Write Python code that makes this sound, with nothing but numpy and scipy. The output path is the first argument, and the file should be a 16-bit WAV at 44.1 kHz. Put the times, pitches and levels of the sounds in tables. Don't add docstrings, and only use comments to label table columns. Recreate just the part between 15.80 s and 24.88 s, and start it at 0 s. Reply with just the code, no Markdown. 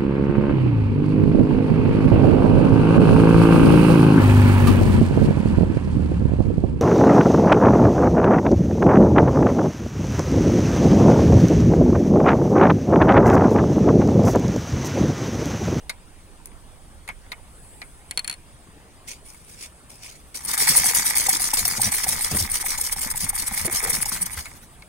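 import sys
import numpy as np
from scipy import signal
from scipy.fft import rfft, irfft, next_fast_len
from scipy.io import wavfile
from scipy.ndimage import uniform_filter1d, map_coordinates

SR = 44100
rng = np.random.default_rng(int(sys.argv[2]) if len(sys.argv) > 2 else 0)


def wav_out(sig):
    wavfile.write(sys.argv[1], SR, np.round(np.clip(np.atleast_2d(sig).T, -1, 1) * 32767).astype(np.int16))


def how_loud(loudness_db):
    steps = np.asarray(loudness_db, float) / 20
    return 10 ** steps


N = 400428

# (start [s], exhaust pop [dB], whistle [dB], breath [dB], suck [dB])
SPIN_TURNS = [
    (4.788, -25, -13, -17, -34),
    (4.872, -20.5, -11.5, -16, -44),
    (4.956, -23, -10, -17, -32),
    (5.043, -20.5, -13.5, -17, -35),
    (5.135, -36, -19, -18, -25),
    (5.242, -27, -16, -19.5, -30),
]
# (start [s], exhaust pop [dB], whistle [dB], breath [dB], suck [dB])
COAST_TURNS = [(5.358, -29, -17, -18.5, -19.5), (5.486, -13, -21, -17, -46),
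               (5.602, -26, -17.5, -18.5, -24.5), (5.734, -14.5, -26, -16.5, -51),
               (5.858, -25.5, -20.5, -21.5, -19.5), (5.997, -17, -17, -18.5, -47),
               (6.123, -27, -15, -20.5, -19.5), (6.266, -20, -16, -20, -26),
               (6.396, -28, -20, -21.5, -22.5), (6.545, -27, -17.5, -19, -36),
               (6.69, -34, -22.5, -21.5, -20.5), (6.842, -23, -18.5, -19.5, -37),
               (6.989, -24, -21, -21, -18.5), (7.164, -26.5, -26, -22, -18.5),
               (7.347, -25, -23.5, -20.5, -23), (7.532, -24.5, -22, -21.5, -18.5),
               (7.716, -24, -22.5, -20.5, -17.5), (7.897, -27, -20.5, -19.5, -15.5),
               (8.077, -24, -17.5, -20, -17), (8.261, -23, -21.5, -21.5, -17)]


def unit(x):
    return x / np.sqrt(np.mean(x ** 2) + 1e-20)


def along(points, hz):
    f, v = np.transpose(points)
    return np.interp(np.log(hz + 1), np.log(f + 1), v)


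def curves(rows):
    s, *columns = np.transpose(rows)
    return [np.interp(np.arange(N) / SR, s, c) for c in columns]


def wobble(rate):
    knots = rng.standard_normal(int(N * rate / SR) + 4)
    return map_coordinates(knots, [np.arange(N) * rate / SR])


def filtered(x, response):
    m = next_fast_len(N + 8192)
    return irfft(rfft(x, m) * response(np.fft.rfftfreq(m, 1 / SR)), m)[..., :N]


def modes(table):
    def response(f):
        return sum((-1) ** k * how_loud(db) * 1j * f * width / (hz * hz - f * f + 1j * f * width)
                   for k, (hz, width, db) in enumerate(table))
    return response


def ports(pair):
    # (frequency [Hz], left-right likeness [0..1])
    likeness = [(60, .8), (130, .9), (500, .9), (1400, .65), (3000, .5), (15000, .42)]
    # (frequency [Hz], left leads by [radians])
    lead = [(500, 0), (1400, -1.6), (3450, -.4), (4650, 5.5), (6120, .3), (8610, -3.7), (12100, -6.5),
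            (16500, -7)]

    def spread(hz):
        turn = np.arccos(np.clip(along(likeness, hz), -1, 1)) / 2
        return np.array([np.cos(turn), np.sin(turn)])

    mid, side = filtered(pair, spread)
    stereo = np.array([mid + side, mid - side])
    return filtered(stereo, lambda hz: np.exp(1j * np.outer([.5, -.5], along(lead, hz))))


def rush(spectrum, patchy_db):
    z = signal.stft(rng.standard_normal((2, N)), nperseg=512)[2]
    streaks = uniform_filter1d(rng.standard_normal(z.shape[1:]), size=3, axis=0)
    streaks = uniform_filter1d(streaks, size=6, axis=1)
    pair = signal.istft(z * how_loud(patchy_db * unit(streaks)), nperseg=512)[1][:, :N]
    return unit(ports(filtered(pair, lambda hz: how_loud(along(spectrum, hz)))))


def burst(t, t60, table):
    noise = rng.standard_normal((2, len(t))) * how_loud(-60 * t / t60)
    x = irfft(rfft(noise) * modes(table)(np.fft.rfftfreq(len(t), 1 / SR)), len(t))
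    return x / np.abs(x).max()


def add(track, s, sound):
    part = track[..., round(s * SR):][..., :sound.shape[-1]]
    part += sound[..., :part.shape[-1]]


def outdoors():
    # (time [s], level [dB])
    wind_level = [(0.0, -52), (1.67, -52.5), (1.92, -54.5), (3.03, -59.5), (4.53, -60.5), (4.9, -52.5),
                  (7.54, -44.5), (8.22, -47), (8.7, -53.5), (9.08, -70)]
    # (time [s], level [dB])
    leaf_level = [(0.0, -62.5), (1.6, -61), (1.85, -50), (3.03, -66.5), (3.56, -57), (4.53, -59),
                  (8.7, -51), (9.08, -59.5)]
    # (frequency [Hz], density [dB per Hz])
    traffic_spectrum = [(24, -29), (40, -2), (444, -19.5), (942, -21), (2050, -27), (6800, -35),
                        (8990, -23), (10600, -41.5)]
    leaf_spectrum = [(6500, -28), (8000, -1), (9000, -3.5), (10500, -6), (12000, -23)]
    gust_spectrum = [(12, -16), (25, -2), (40, -19), (70, -17)]
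    (wind_db,), (leaf_db,) = curves(wind_level), curves(leaf_level)
    wind = filtered(rng.standard_normal((2, N)),
                    lambda hz: how_loud(along(gust_spectrum, hz) - 60 * (hz > 90)))
    wind = unit(wind + .25 * wind[::-1]) * how_loud([[-2.8], [2.8]])
    leaves = how_loud(leaf_db) * rush(leaf_spectrum, patchy_db=3.0)
    traffic = how_loud(-49.0 + 0.11 * wobble(2.2)) * rush(traffic_spectrum, patchy_db=2.5)
    return how_loud(wind_db + 3.5) * wind + leaves + traffic


def knocks():
    # (time [s], wood [dB], click [dB], tap [dB], t60 [s])
    hits = [(0.095, -28.5, -17.5, -16, 0.02), (0.0991, -34.5, -24, -23, 0.049),
            (0.6575, -59, -22, -61, 0.01), (0.6706, -54, -33, -64, 0.022), (0.7158, -54, -58, -70, 0.03),
            (1.2772, -38, -33, -34, 0.028), (1.2885, -28, -28, -50, 0.016), (1.2924, -33, -61, -62, 0.044),
            (1.464, -50, -60, -66, 0.015), (1.518, -29.5, -37, -22, 0.024),
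            (1.5225, -43, -34.5, -46, 0.045), (1.5294, -36, -58, -55, 0.022),
            (2.0172, -33.5, -42, -27.5, 0.017), (2.0248, -39, -50, -46, 0.034), (3.46, -64, -46, -62, 0.09),
            (3.5438, -50, -56, -62, 0.03), (4.5451, -41, -38.5, -35, 0.017), (4.737, -31, -14, -51, 0.032),
            (8.6564, -34.5, -27, -33, 0.047), (9.022, -42.5, -42, -37.5, 0.02)]
    out, t = np.zeros((2, N)), np.arange(SR // 8) / SR
    # (Hz, width Hz, dB)
    wood_modes = [(2200, 240, 5), (1520, 440, -2), (1050, 350, -3), (597, 170, -6.5)]
    click_modes = [(9300, 900, 0), (10500, 700, -5), (7500, 1500, -8), (14000, 3000, -14)]
    tap_modes = [(4210, 600, 0.31), (3680, 210, -2.3)]
    for s, wood_db, click_db, tap_db, t60 in hits:
        wood = how_loud(wood_db + 8.0) * burst(t, 1.96 * t60, wood_modes)
        click = how_loud(click_db + 1.5) * burst(t, .7 * t60, click_modes)
        tap = how_loud(tap_db - 0.5) * burst(t, 1.05 * t60, tap_modes)
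        add(out, s, wood + click + tap)
    return ports(out)


def pin():
    # (time [s], peak [dB], ring [dB], left-right [dB])
    bounces = [(2.3103, -14, -14.5, 0), (2.3745, -8.5, -6, -1), (2.393, -15.5, -3, 4),
               (2.4453, -18.5, -8.5, 4), (2.4768, -12.5, -14, 2), (2.4975, -14, -7, 2),
               (2.512, -21.5, -7, 4), (2.5264, -22, -9, 3), (2.5394, -27, -9, 2)]
    # (frequency [Hz], level [dB], t60 [s])
    brass_low = [(4317, 0, .032), (4450, -9, .015)]
    brass_high = [(9300, 0, .02), (10510, -5, .022), (7600, -9, .01)]
    out, t = np.zeros((2, N)), np.arange(SR // 8) / SR
    crack_modes = [(6500, 3500, 0), (9800, 2200, 1), (15000, 1200, -10)]  # (Hz, width Hz, dB)
    wood_modes = [(2280, 820, -0.5), (1500, 470, -2.5), (910, 530, -7.5), (3430, 1200, -11)]

    def ring(partials):
        return sum(how_loud(db - 60 * t / t60) * np.sin(2 * np.pi * (hz * t + rng.random((2, 1)) / 4))
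                   for hz, db, t60 in partials)

    for s, db, ring_db, pan_db in bounces:
        crack = how_loud(-5) * burst(t, .014, crack_modes)
        wood = how_loud(-9.5) * burst(t, 0.067, wood_modes)
        blow = how_loud(ring_db) * ring(brass_low) + how_loud(-8.5) * ring(brass_high) + crack + wood
        add(out, s, how_loud(db + np.array([[pan_db], [-pan_db]]) / 2) * blow)
    return out


def bench():
    # (time [s], level [dB])
    drum_level = [(4.4, -55), (4.71, -47), (4.92, -31), (5.47, -47), (6.34, -33), (6.46, -62), (6.54, -24),
                  (6.77, -46), (8.41, -35), (9.08, -63)]
    # (frequency [Hz], density [dB per Hz])
    board_spectrum = [(30, -28), (50, -5), (82, -3), (165, -8.5), (215, -9), (270, -17.5), (350, -25)]
    # (time [s], peak [dB], pitch [Hz],
    # t60 [s])
    thumps = [(5.983, -23, 111, 0.1), (6.27, -27, 69, 0.21), (6.514, -15, 85, 0.21), (6.537, -31, 108, 0.15),
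              (6.547, -14.5, 207, 0.11), (6.604, -18.5, 89, 0.12), (7.259, -28.5, 217, 0.093),
              (7.851, -22, 460, 0.085), (7.876, -17.5, 373, 0.13), (8.028, -24.5, 465, 0.46),
              (8.126, -27, 140, 0.32), (8.32, -26.5, 190, .14), (8.409, -28.5, 171, 0.18),
              (8.57, -36, 150, 0.083), (8.318, -19, 1290, 0.055), (8.361, -19, 1670, 0.086),
              (8.574, -21.5, 1600, 0.081)]
    drum_db, = curves([(0, -83), (4.39, -93)] + list(drum_level))
    lumps = how_loud(4.9 * wobble(35))
    out = how_loud(drum_db - 1.0) * unit(lumps * rush(board_spectrum, patchy_db=5.0))
    t = np.arange(SR // 4) / SR
    for s, db, hz, t60 in thumps:
        thump = burst(t, t60, [(hz, 0.29 * hz, 0)]).mean(0)
        add(out, s, how_loud(db) * thump * np.ones((2, 1)))
    return out


def gears(stroke):
    # (time [s], level [dB])
    clatter_level = [(4.5, -51), (4.55, -60), (4.64, -50), (4.68, -41), (4.87, -31), (5.32, -37.5),
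                     (7.43, -44), (8.07, -37), (8.56, -49), (8.8, -60)]
    # (frequency [Hz], width [Hz], level [dB])
    frame_modes = [(2210, 620, 0), (1540, 600, -2), (3500, 600, -8)]
    # (frequency [Hz], width [Hz], level [dB])
    case_modes = [(847, 230, 14), (1303, 350, 12)]
    clatter_db, = curves(clatter_level)
    teeth_per_s = 190 * how_loud(3.2 * wobble(60))
    hit = np.diff(np.floor(np.cumsum(teeth_per_s) / SR), prepend=0)
    strength = how_loud(11.4 * rng.standard_normal(N).clip(-2, 1.4))
    teeth = hit * strength * rng.choice([-1, 1], (2, N))
    load = (stroke / (uniform_filter1d(stroke, size=SR // 6) + 1e-4) + 0.044) ** 0.14
    scrape = 0.65 * rng.standard_normal((2, N))
    drive = load * (unit(teeth) + scrape)

    def body(push, table):
        response = lambda hz: modes(table)(hz) ** 2 * (1j * hz / (550 + 1j * hz)) ** 2
        return unit(ports(filtered(push, response)))

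    frame = how_loud(clatter_db + 1.03) * body(drive, frame_modes)
    case = how_loud(clatter_db - 5.5 - 0.28 * (clatter_db + 37)) * body(drive[::-1], case_modes)
    metal = modes([(5500, 2500, 0), (9300, 3000, 0)])
    tick = unit(ports(filtered(load * teeth, lambda hz: metal(hz) ** 2)))
    running = np.clip(np.interp(np.arange(N) / SR, [4.52, 4.56, 8.75, 8.85], [0, 1, 1, 0]), 0, 1)
    return running * (how_loud(clatter_db - 6) * tick + frame + case)


def exhaust():
    out, t = np.zeros(N), np.arange(SR // 16) / SR
    for s, db, *_ in list(SPIN_TURNS) + list(COAST_TURNS):
        pipe_hz = 850 + 35 * rng.standard_normal()
        ring = np.sin(2 * np.pi * pipe_hz * t * (1 - 4 * t)) + 0.2 * np.sin(2 * np.pi * 620 * t)
        swell = 1 - np.exp(-t / 0.0031)
        add(out, s - .0015, how_loud(db + 6.0 - 60 * t / 0.025) * swell * ring)
    return out * np.ones((2, 1))


def strokes():
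    # (share of the turn [0..1], rise [ms], fall [ms], whistle [dB], whistle gain [dB per s of turn])
    phases = [
        (0.086, 14.3, 4.8, 6, 35),
        (.25, 10.7, 26.4, -2.5, 45),
        (.72, 9, 6, -2, 253),
    ]
    port_lag_s, usual_turn_s, stop_s = 0.016, .15, 8.465
    turns = np.array(list(SPIN_TURNS) + list(COAST_TURNS))
    lengths = np.diff(turns[:, 0], append=stop_s)
    puffs = []
    for (s, _, *levels), turn in zip(turns, lengths):
        for db, (share, rise, fall, whistle_db, gain_db) in zip(levels, phases):
            whistle = whistle_db + gain_db * (turn - usual_turn_s)
            puffs.append((s + port_lag_s + share * turn, db, rise, fall, whistle))
    return puffs


def gas():
    # (frequency [Hz], density [dB per Hz])
    throat = [(1530, -11), (3200, -7.5), (4030, -2.5), (5450, 3.5), (6020, 2), (7400, -0.5), (9620, 3),
              (16300, -120)]
    port = [(4120, -38), (7000, -21), (7950, -0.5), (9060, 7), (11600, -12.5), (15100, -83), (22000, -120)]
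    jet = [(6590, -17), (11200, 10), (13700, 6.5), (15100, 8.5), (15800, 2), (16300, -33.5)]
    cord = [(1000, -81), (1700, -13), (2200, 7), (2900, 1.5), (4000, -8)]
    # (time [s], peak [dB], rise [ms], fall [ms], whistle [dB])
    rubs = [(3.285, -32, 7.9, 28.7, -17), (3.462, -46, 8.9, 100, 3), (3.702, -45, 22, 45, 1),
            (3.843, -34.5, 35, 14, -11), (4.102, -43.5, 3.9, 42, -0.5), (4.252, -39, 30, 39, -20),
            (4.313, -48, 1.8, 52, -2)]
    # (time [s], peak [dB], rise [ms], fall [ms], whistle [dB])
    slow = [(4.544, -32, 0.95, 38, -5), (4.57, -43, 3.1, 69, 6.5), (4.657, -26, 10.4, 5.1, 11),
            (4.697, -23, 14.7, 29, -5), (8.533, -31.5, 18, 8.4, 7), (8.59, -33, 20, 24, -5),
            (8.658, -42.5, 12, 13, -6), (8.7225, -49.5, 21, 26, -8)]
    # (time [s], peak [dB])
    snap_peaks = [(4.737, -19.5), (4.779, -20), (5.152, -13), (5.357, -18.5), (5.491, -17), (5.6, -19),
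                  (5.7384, -14.5), (5.853, -19.5), (6.1184, -24), (6.3918, -21), (6.9805, -23.5),
                  (7.165, -26), (7.2624, -32.5), (7.726, -32), (8.075, -23.5), (8.2593, -25), (8.461, -27)]
    snaps = [(s, db, 3.4, 10.7, 0.5) for s, db in snap_peaks]
    power, t = np.zeros((4, N)), np.arange(-SR // 8, SR // 3) / SR
    for s, db, rise, fall, whistle_db in list(rubs) + list(slow) + strokes() + snaps:
        shape = np.exp(-np.where(t < 0, (1000 * t / rise) ** 2, np.abs(1000 * t / fall) ** 1.5))
        by_hand = s < 4.5
        jet_db = 0.72 * whistle_db - (13 if by_hand else 8)
        cord_db = -11 if by_hand else -40
        share = how_loud([-4, whistle_db - 2.5, jet_db, cord_db]) ** 2
        add(power, s + t[0], np.outer(share / share.sum(), how_loud(db) ** 2 * shape))
    flutter = how_loud(2.5 * wobble(300) + 1.3 * wobble(120))
    layers = [rush(throat, patchy_db=4.0), rush(port, patchy_db=4.5),
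              rush(jet, patchy_db=4.0), rush(cord, patchy_db=-0.5)]
    puffs = how_loud(-1.5) * flutter * sum(np.sqrt(p) * x for p, x in zip(power, layers))
    return puffs, np.sqrt(power.sum(0))


def scene():
    # (frequency [Hz], left-right [dB])
    balance = [(60, 2), (110, -11), (200, -2.5), (1290, 2.5), (2380, -9), (4400, 2), (8120, 1), (15000, 3)]
    # (delay [ms], level [dB])
    reflections = [(0.901, -20), (2.3, -28.5), (4.102, -13)]
    puffs, stroke = gas()
    engine = filtered(puffs + gears(stroke) + exhaust(),
                      lambda hz: how_loud(np.outer([.5, -.5], along(balance, hz))))

    def echoes(hz):
        return 1 + sum(how_loud(db) * np.exp(-2j * np.pi * hz * ms / 1000) for ms, db in reflections)

    return filtered(engine + knocks() + pin(), echoes) + bench() + outdoors()


def top_cut(x):
    return signal.sosfilt(signal.butter(12, 16970, fs=SR, output="sos"), x)


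def record(dry):
    limited = filtered(dry, lambda hz: how_loud(-np.clip(hz - 15800, 0, 1500) / 20))
    return top_cut(limited)


dry = scene()
out = record(dry)
wav_out(out)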